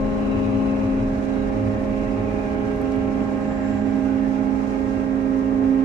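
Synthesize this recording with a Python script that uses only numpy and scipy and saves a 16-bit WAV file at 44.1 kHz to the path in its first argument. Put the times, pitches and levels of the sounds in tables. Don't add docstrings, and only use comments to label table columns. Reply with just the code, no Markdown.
import sys
import numpy as np
from scipy import signal
from scipy.fft import rfft, irfft
from scipy.io import wavfile
from scipy.ndimage import uniform_filter1d

SR = 44100
rng = np.random.default_rng(int(sys.argv[2]) if len(sys.argv) > 2 else 0)


def generate_wav(sig):
    pcm = np.round(np.clip(np.atleast_2d(sig).T, -1, 1) * 32767).astype(np.int16)
    wavfile.write(sys.argv[1], SR, pcm)


N = 257923
TIME = np.arange(N) / SR


def from_db(db):
    return 10 ** (np.asarray(db) / 20)


def unit(x):
    return x / np.sqrt(np.mean(abs(x) ** 2) + 1e-20)


def follow(table):
    s, *columns = np.transpose(table)
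    return [np.interp(TIME, s, column) for column in columns]


def across(points, hz):
    f, value = np.transpose(points)
    return np.interp(np.log(hz + 1), np.log(f + 1), value)


def easing(db_per_s, hold_s=0):
    return -db_per_s * np.maximum(TIME - hold_s, 0)


def bell(s, half_length):
    return np.exp(-((TIME - s) / half_length) ** 2)


def wander(rate_hz):
    count = 2048
    s = np.linspace(0, 2 * N / SR, count)
    hz = np.fft.rfftfreq(count, s[1])
    spectrum = rfft(rng.standard_normal(count)) * np.exp(-(hz / rate_hz) ** 2)
    return unit(np.interp(TIME, s, irfft(spectrum)))


def rotation(hz):
    return 2 * np.pi * (np.cumsum(hz) / SR + rng.random())


def ports(balance_db, lead=0):
    left = from_db(balance_db / 2) * np.exp(1j * lead / 2)
    pair = np.array([left, 1 / left]).reshape(2, -1)
    return pair / np.sqrt(np.mean(abs(pair) ** 2, axis=0))


def diffuse(spectrum, ripple_db=0):
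    # frequency in Hz, correlation of the two ports (clipped to one).
    likeness = [(30, 1.5), (50, 0.99), (110, 0.9), (190, 0.93), (360, 0.35), (640, 0), (900, 0.1),
                (1500, -0.2), (2200, 0)]
    # frequency in Hz, left minus right in dB.
    balance = [(40, -2.5), (150, -1), (270, -6.5), (480, -3.5), (900, -1), (1500, -2.5), (2500, -4),
               (5200, -2), (7000, -5), (9000, -1), (11000, 10.5), (13500, 1)]
    hz = np.fft.rfftfreq(N, 1 / SR)
    a, b = rfft(rng.standard_normal((2, N)))
    same = np.clip(across(likeness, hz), -1, 1)
    pair = np.array([a, same * a + np.sqrt(1 - same ** 2) * b])
    pair = pair * ports(across(balance, hz))
    ripple = uniform_filter1d(rng.standard_normal(pair.shape), size=300)
    ripple = unit(uniform_filter1d(ripple, size=200))
    shape = from_db(across(spectrum, hz) + ripple_db * ripple)
    return unit(irfft(pair * shape, N))


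def ringing(centre_hz, width_hz):
    r = np.exp(-np.pi * abs(width_hz) / SR)
    noise = rng.standard_normal((2, N)) + 1j * rng.standard_normal((2, N))
    band = signal.lfilter([1], np.poly([r, r]), noise)
    carrier = np.exp(1j * rotation(centre_hz * np.ones(N)))
    return unit((band * carrier).real)


def port(air_db=-57.0, air_ease_db_per_s=0.8, air_hold_s=4.3, flicker_db=0.97,
         rumble_db=-32.5, rumble_ease_db_per_s=1.33, lumps_db=1.0, boom_db=-42.5):
    # frequency in Hz, relative level in dB per Hz.
    air_spectrum = [(2000, -12.5), (3800, 7), (4550, 3.5), (5000, 4), (5800, 5.5), (6300, 1.5), (7700, 1),
                    (8600, -5.5), (9800, -8.5), (11300, -6), (12500, -18.5), (15000, -37)]
    rumble_spectrum = [(4, -26), (10, -12), (22, -5), (34, -6), (46, -1.5), (62, 1), (85, -1), (118, 1.5),
                       (150, -7.5), (220, -15.5), (400, -53), (2000, -110)]
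    air_level_db = air_db + easing(air_ease_db_per_s, air_hold_s) + flicker_db * wander(25)
    air = diffuse(air_spectrum, ripple_db=2.5) * from_db(air_level_db)
    rumble_level_db = rumble_db + easing(rumble_ease_db_per_s) + lumps_db * wander(7.9)
    rumble = diffuse(rumble_spectrum) * from_db(rumble_level_db)
    boom = ringing(centre_hz=47.6, width_hz=18)[0] * from_db(boom_db)
    return air + rumble + boom * ports(-1.6).real


def diesel(speed_hz=34.54, sag_hz_per_s=.27, hunting=.012, firing_db=-2, lull_db=-47, waver_db=1):
    # start in seconds, length in seconds, level in dB before firing_db.
    surges = [(0.336, 0.25, -29.5), (0.806, 0.065, -26.5), (0.945, 0.087, -28.5), (1.517, 0.24, -29),
              (1.645, 0.049, -23), (1.864, 0.069, -30), (2.067, 0.33, -33.5), (2.176, 0.042, -26),
              (2.964, 0.8, -40), (3.588, 0.33, -33.5), (4.517, 0.26, -41), (5.597, 0.07, -33)]
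    # time in seconds, level in dB.
    throb_levels = [(0.04, -29.5), (0.14, -39), (0.3, -35.5), (0.75, -45), (0.9, -34), (1.08, -31.5),
                    (1.25, -39.5), (1.48, -33), (1.63, -44), (2.06, -32.5), (2.3, -43.5), (5.84, -49)]
    rise_s, fall_s = 0.034, 0.017
    angle = rotation((speed_hz - sag_hz_per_s * TIME) * (1 + hunting * wander(4.6)))
    carried = from_db(lull_db)
    for start, length, db in surges:
        envelope = np.interp(TIME - start, [0, rise_s, length, length + fall_s], [0, 1, 1, 0])
        carried = np.maximum(carried, from_db(db + firing_db) * envelope)
    note = carried * np.cos(3 * angle)
    throb = from_db(follow(throb_levels)[0] + waver_db * wander(3.2)) * np.cos(angle)
    return np.sqrt(2) * (throb + note) * ports(-1.6).real


def slings(decay_s=.0005, spread=0.62):
    # time in seconds, peak level in dB, centre frequency in Hz.
    ticks = [(2.7615, -41, 5500), (2.816, -36, 7000), (2.922, -32, 3700), (2.9625, -38, 5500)]
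    out, size = np.zeros((2, N)), 512
    t, hz = np.arange(size) / SR, np.fft.rfftfreq(size, 1 / SR)
    for s, db, centre_hz in ticks:
        snap = rng.standard_normal((2, size)) * np.exp(-t / decay_s)
        snap = np.roll(snap, size // 2, axis=1)
        band = np.exp(-.5 * (np.log((hz + 1) / centre_hz) / spread) ** 2)
        tick = irfft(rfft(snap) * band)
        start = round(s * SR) - size // 2
        out[:, start:start + size] += from_db(db) * tick / abs(tick).max()
    return out


def sheave(squeak_hz=7340, waver=.003, rasp=.8, rasp_width_hz=260, flutter_db=0.5, balance_db=-6):
    # time in seconds, level in dB.
    squeak_levels = [(3.05, -89), (3.22, -70), (3.4, -71), (3.5, -62), (3.59, -67), (3.7, -60.5),
                     (3.88, -71), (4.15, -81), (4.35, -95)]
    hz = squeak_hz * (1 + waver * wander(18))
    note = np.sqrt(2) * np.cos(rotation(hz)) + rasp * ringing(hz, rasp_width_hz)
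    level_db = follow(squeak_levels)[0] + flutter_db * wander(30)
    return unit(note) * from_db(level_db) * ports(balance_db).real


def hoist(waver=.01, rough_db=1.5):
    # time of the
    # loudest in seconds, # half length in seconds, centre frequency in Hz, glide in Hz per second, width of
    # each pole in Hz, level in dB.
    rubs = [(0.3, 1.1, 3950, 0.5, 190, -62), (0.5, 0.6, 1124, 0, 250, -47), (.36, 0.32, 2880, -2, 170, -58),
            (0.548, 0.55, 2614, -200, 398, -48.5), (1.28, 0.14, 5870, -0.5, 4000, -63.5),
            (1.387, 0.14, 3860, -200, 100, -62), (1.51, .06, 1790, 0.5, 250, -49),
            (1.782, .12, 1816, 0, 250, -48), (2.02, 0.16, 2620, 0, 250, -53.5),
            (2.94, .13, 2720, -1, 350, -54), (2.378, 0.2, 2433, -350, 240, -48.5),
            (2.6, .14, 2930, 599.5, 400, -57.5), (3.62, 0.24, 1760, 0, 402, -46.5),
            (4.132, 0.07, 1470, 300.5, 151, -47), (4.252, 0.076, 1774, 0.5, 300, -47),
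            (4.653, 0.15, 5570, -1.5, 4000, -60), (4.732, 0.14, 6940, -1, 50.3, -73)]
    out = np.zeros((2, N))
    contact, grip_db = 1 + waver * wander(6), rough_db * wander(40)
    for s, length, hz, glide, width, db in rubs:
        centre_hz = (hz + glide * np.clip(TIME - s, -length, length)) * contact
        out += ringing(centre_hz, width) * from_db(db + grip_db) * bell(s, length)
    return out


def valves(shaft, piston_depth=0.12, shaft_depth=0.074, base_db=-49.5, lift_db=2, peak_s=2.6, half_s=2,
           swell_db=1.08):
    # frequency in Hz, relative level in dB per Hz.
    valve_spectrum = [(100, -48.5), (900, -24.5), (1600, -1), (2200, 1.5), (2600, 0), (2900, -4.5),
                      (3200, -9), (3600, -14), (4500, -21.5), (7000, -41), (12000, -87.5)]
    strokes = np.cos(9 * shaft) + np.cos(18 * shaft)
    spurts = 1 + piston_depth * strokes + shaft_depth * np.cos(shaft)
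    level_db = base_db + lift_db * bell(peak_s, half_s) + swell_db * wander(37)
    return diffuse(valve_spectrum, ripple_db=2.6) * spurts * from_db(level_db)


def rush(base_db=-31, hold_s=2.75, ease_db_per_s=0.54, swell_db=0.95):
    # frequency in Hz, relative level in dB per Hz.
    rush_spectrum = [(60, -50.5), (150, -6), (200, -2), (290, 2), (340, -4), (400, -4), (480, -10),
                     (660, -9), (900, -15.5), (1200, -18), (1700, -21.5), (2100, -27), (4000, -55),
                     (10000, -88)]
    level_db = base_db + easing(ease_db_per_s, hold_s) + swell_db * wander(21)
    return diffuse(rush_spectrum, ripple_db=1.1) * from_db(level_db)


def whine(shaft, gain_db=0, fading=0.3, fading_hz=1.4, flutter=0.054):
    # multiple of the shaft rate, level in dB,
    # left minus right in dB, left lead in radians, drift in dB per second.
    whine_orders = [(8, -46, -4, -.3, 0), (15, -58, 4, .5, 0), (17, -57, -2, .8, 0), (23, -60, 0, .5, 0),
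                    (26, -60, 8, 0, 0), (29, -63, 0, 0, 0), (35, -54, -2, 2, 0), (42, -57.5, 0, -1.1, -.5),
                    (49, -66, -2, 0, 0), (56, -65, -3, 0, 0), (58, -69, -3, 1, 0), (69, -67, -5, -1.2, .4),
                    (72, -67, -7, .3, 0), (81, -67, -8, -2, -.7), (99, -72, -5, -.6, -2)]
    out = np.zeros((2, N))
    for order, db, balance_db, lead, drift in whine_orders:
        depth = fading * np.sqrt(order / 20)
        echoes = np.array([wander(fading_hz) + 1j * wander(fading_hz) for _ in range(2)])
        swell = unit(from_db(drift * TIME) * (1 + depth * echoes) * (1 + flutter * wander(8.6)))
        tone = np.exp(1j * (order * shaft + 2 * np.pi * rng.random()))
        out += from_db(db + gain_db) * (swell * tone * ports(balance_db, lead)).real
    return np.sqrt(2) * out


def overtones(shaft, gain_db=-0.21, flutter=0.115, sway_db=0.57, path_rad=0.45):
    # multiple of the shaft rate,
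    # then a list of time in seconds, level in dB before gain_db, left minus right in dB, left lead in radians.
    overtone_orders = [(14, [(0.0, -38.0, -7.0, 0.3), (0.5, -33.5, -10.0, 0.3), (0.9, -39.0, -12.0, -0.4),
                       (1.45, -33.5, -16.0, 0.2), (1.9, -36.0, -9.0, 0.4), (2.8, -31.0, -9.0, 0.2),
                       (3.6, -36.5, -15.0, 0.9), (4.5, -37.0, -5.0, 1.0), (4.8, -34.5, -10.0, 0.5),
                       (5.65, -34.5, -3.0, 0.6), (5.84, -33.5, -10.0, 0.6)]), (21, [(0.0, -38.5, -3.0, 0.5),
                       (1.2, -38.5, 1.0, 0.6), (1.5, -40.0, 8.0, 0.6), (1.8, -36.0, -1.0, 0.2),
                       (2.2, -38.0, -1.0, 0.3), (2.75, -36.0, 1.0, 0.2), (3.3, -38.5, 3.0, 0.2),
                       (3.5, -37.0, 2.0, 0.2), (4.5, -40.5, 1.0, -0.3), (4.7, -42.5, 9.0, -0.5),
                       (4.95, -40.5, 2.0, -0.3), (5.84, -43.0, 4.0, -1.2)]), (28, [(0.0, -41.5, -18.0, 1.0),
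                       (0.35, -46.0, -1.0, 1.7), (0.65, -41.5, -15.0, 1.7), (1.05, -43.0, -7.0, 1.4),
                       (1.3, -49.0, -1.0, 1.3), (1.5, -45.0, -2.0, 1.8), (2.55, -41.5, -9.0, 1.3),
                       (3.1, -51.5, -15.0, 1.1), (3.35, -43.0, -7.0, 0.9), (3.9, -48.5, -14.0, 1.4),
                       (4.35, -39.0, -27.0, 1.1), (4.8, -40.0, -11.0, 1.5), (5.2, -44.0, -14.0, 2.5),
                       (5.84, -41.5, -6.0, 2.7)]), (18, [(0.0, -32.0, 8.0, 0.3), (0.35, -35.5, 12.0, -0.4),
                       (0.85, -33.5, 3.0, -0.4), (1.2, -37.0, 1.0, -0.9), (1.65, -32.5, 6.0, -0.3),
                       (2.1, -35.0, -1.0, -0.5), (2.45, -37.5, 2.0, -1.2), (3.2, -38.5, 5.0, -0.3),
                       (3.55, -35.5, 5.0, -0.1), (3.95, -43.0, 3.0, -0.7), (4.1, -39.5, -1.0, -0.5),
                       (4.7, -40.0, 3.0, 0.1), (4.85, -37.0, 3.0, 0.1), (5.84, -37.5, 5.0, 0.0)]),
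                       (27, [(0.0, -48.0, -2.0, -1.1), (0.4, -44.0, 4.0, -0.9), (0.65, -47.0, -9.0, -2.0),
                       (0.8, -62.5, 0.0, -2.6), (1.1, -47.0, 9.0, -0.8), (1.3, -47.0, -4.0, 0.2),
                       (1.55, -42.5, 5.0, 0.8), (1.85, -50.5, -4.0, 2.1), (2.35, -40.5, 1.0, 1.0),
                       (2.95, -41.0, 4.0, 0.4), (3.95, -41.0, -2.0, 1.0), (4.8, -49.0, -6.0, 0.8),
                       (5.84, -50.0, -1.0, -0.3)]), (36, [(0.0, -40.0, 15.0, 2.5), (0.55, -42.0, 17.0, 2.6),
                       (1.25, -46.5, 7.0, 3.5), (2.25, -44.0, 15.0, 1.1), (2.85, -49.0, 5.0, 0.7),
                       (3.15, -45.0, 5.0, 1.0), (3.6, -48.0, 3.0, -1.1), (4.05, -53.5, -5.0, -0.7),
                       (4.3, -50.0, 11.0, -2.8), (4.9, -44.5, 4.0, -3.2), (5.84, -44.0, 6.0, -3.6)]),
                       (45, [(0.0, -57.0, -17.0, 7.0), (0.75, -67.0, 8.0, 5.8), (1.45, -55.5, 0.0, 2.8),
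                       (1.55, -63.0, 4.0, 3.0), (3.05, -50.5, -4.0, 1.6), (3.6, -51.5, -4.0, 2.6),
                       (5.5, -54.5, -9.0, 2.4), (5.84, -57.0, 1.0, 2.6)]), (54, [(0.0, -58.5, 1.0, -2.2),
                       (0.2, -53.5, -6.0, -2.0), (0.55, -56.5, 3.0, -2.5), (1.4, -47.5, -14.0, -1.8),
                       (1.65, -57.5, 5.0, -2.8), (2.05, -47.5, -5.0, -2.7), (2.2, -52.5, -6.0, -2.6),
                       (2.55, -46.5, -9.0, -2.9), (3.1, -48.5, -14.0, -3.2), (3.95, -50.5, -9.0, -6.1),
                       (4.25, -52.5, -3.0, -8.5), (4.6, -52.5, -5.0, -6.9), (5.84, -53.0, -7.0, -6.4)]),
                       (63, [(0.0, -64.5, -3.0, 1.5), (1.05, -70.5, 3.0, 4.2), (1.25, -58.0, 6.0, 3.8),
                       (1.65, -70.5, -2.0, 3.0), (3.65, -56.5, -7.0, 4.3), (4.0, -60.0, -10.0, 3.5),
                       (4.7, -52.5, -5.0, 2.9), (5.05, -50.5, -22.0, 2.3), (5.84, -53.0, -17.0, 0.3)])]
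    out = np.zeros((2, N))
    for order, table in overtone_orders:
        level_db, balance_db, lead = follow(table)
        air = np.array([wander(27) + 1j * wander(7.3) for _ in range(2)])
        path = 2 * np.pi * rng.random() + path_rad * wander(0.54)
        tone = np.exp(1j * (order * shaft + path))
        gain = from_db(level_db + gain_db + sway_db * wander(2.0))
        out += gain * (tone * (ports(balance_db, lead) + flutter * air)).real
    return np.sqrt(2) * out


def pump(stroke, table, gain_db, lead, flutter, sway_db):
    level_db, balance_db = follow(table)
    pair = ports(balance_db, lead)
    pair = pair / abs(pair.mean(0))
    tone = np.exp(1j * stroke) * (1 + flutter * (wander(12.0) + 1j * wander(37)))
    gain = from_db(level_db + gain_db + sway_db * wander(5.4))
    return np.sqrt(2) * gain * (tone * pair).real


def scene():
    # time in seconds, level in dB before gain_db, left minus right in dB.
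    seven_pistons = [(0, -27.5, 0), (0.8, -27.5, 2.5), (1.4, -30.5, -5.5), (1.9, -29, -7.5),
                     (2.4, -32.5, -7), (2.7, -30.5, -2), (2.86, -36, 1), (3.1, -30, -5),
                     (3.85, -28.5, -7.5), (4.85, -31.5, -10), (5.84, -34, -8)]
    nine_pistons = [(0, -30, 18), (0.55, -24.5, 13), (1.05, -25, 4), (1.3, -27, -19), (1.85, -30, -11),
                    (2.1, -27, -13), (2.45, -30, -16), (3.05, -24.5, -12.0), (3.35, -30, -16),
                    (4.15, -22, -10), (4.651, -26.5, -14.5), (5.84, -19.5, -8.5)]
    shaft_hz = 29.714
    shaft = rotation(shaft_hz * (1 + .0005 * wander(1)))
    seven = pump(7 * shaft, seven_pistons, gain_db=0.0, lead=-0.52, flutter=0.059, sway_db=0.86)
    nine = pump(9 * shaft, nine_pistons, gain_db=0.06, lead=-0.017, flutter=0.055, sway_db=0.94)
    hum = seven + nine + overtones(shaft) + whine(shaft)
    background = port() + diesel()
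    rigging = slings() + sheave() + hoist()
    return background + rigging + valves(shaft) + rush() + hum


def record(dry, fade_s=0.00029, edge_hz=15000):
    fade_in = np.sin(np.pi / 2 * np.minimum(TIME / fade_s, 1)) ** 2
    low_pass = signal.firwin(511, edge_hz, window=("kaiser", 9), fs=SR)
    return signal.oaconvolve(dry * fade_in, low_pass[None], "same", axes=1)


dry = scene()
out = record(dry)
generate_wav(out)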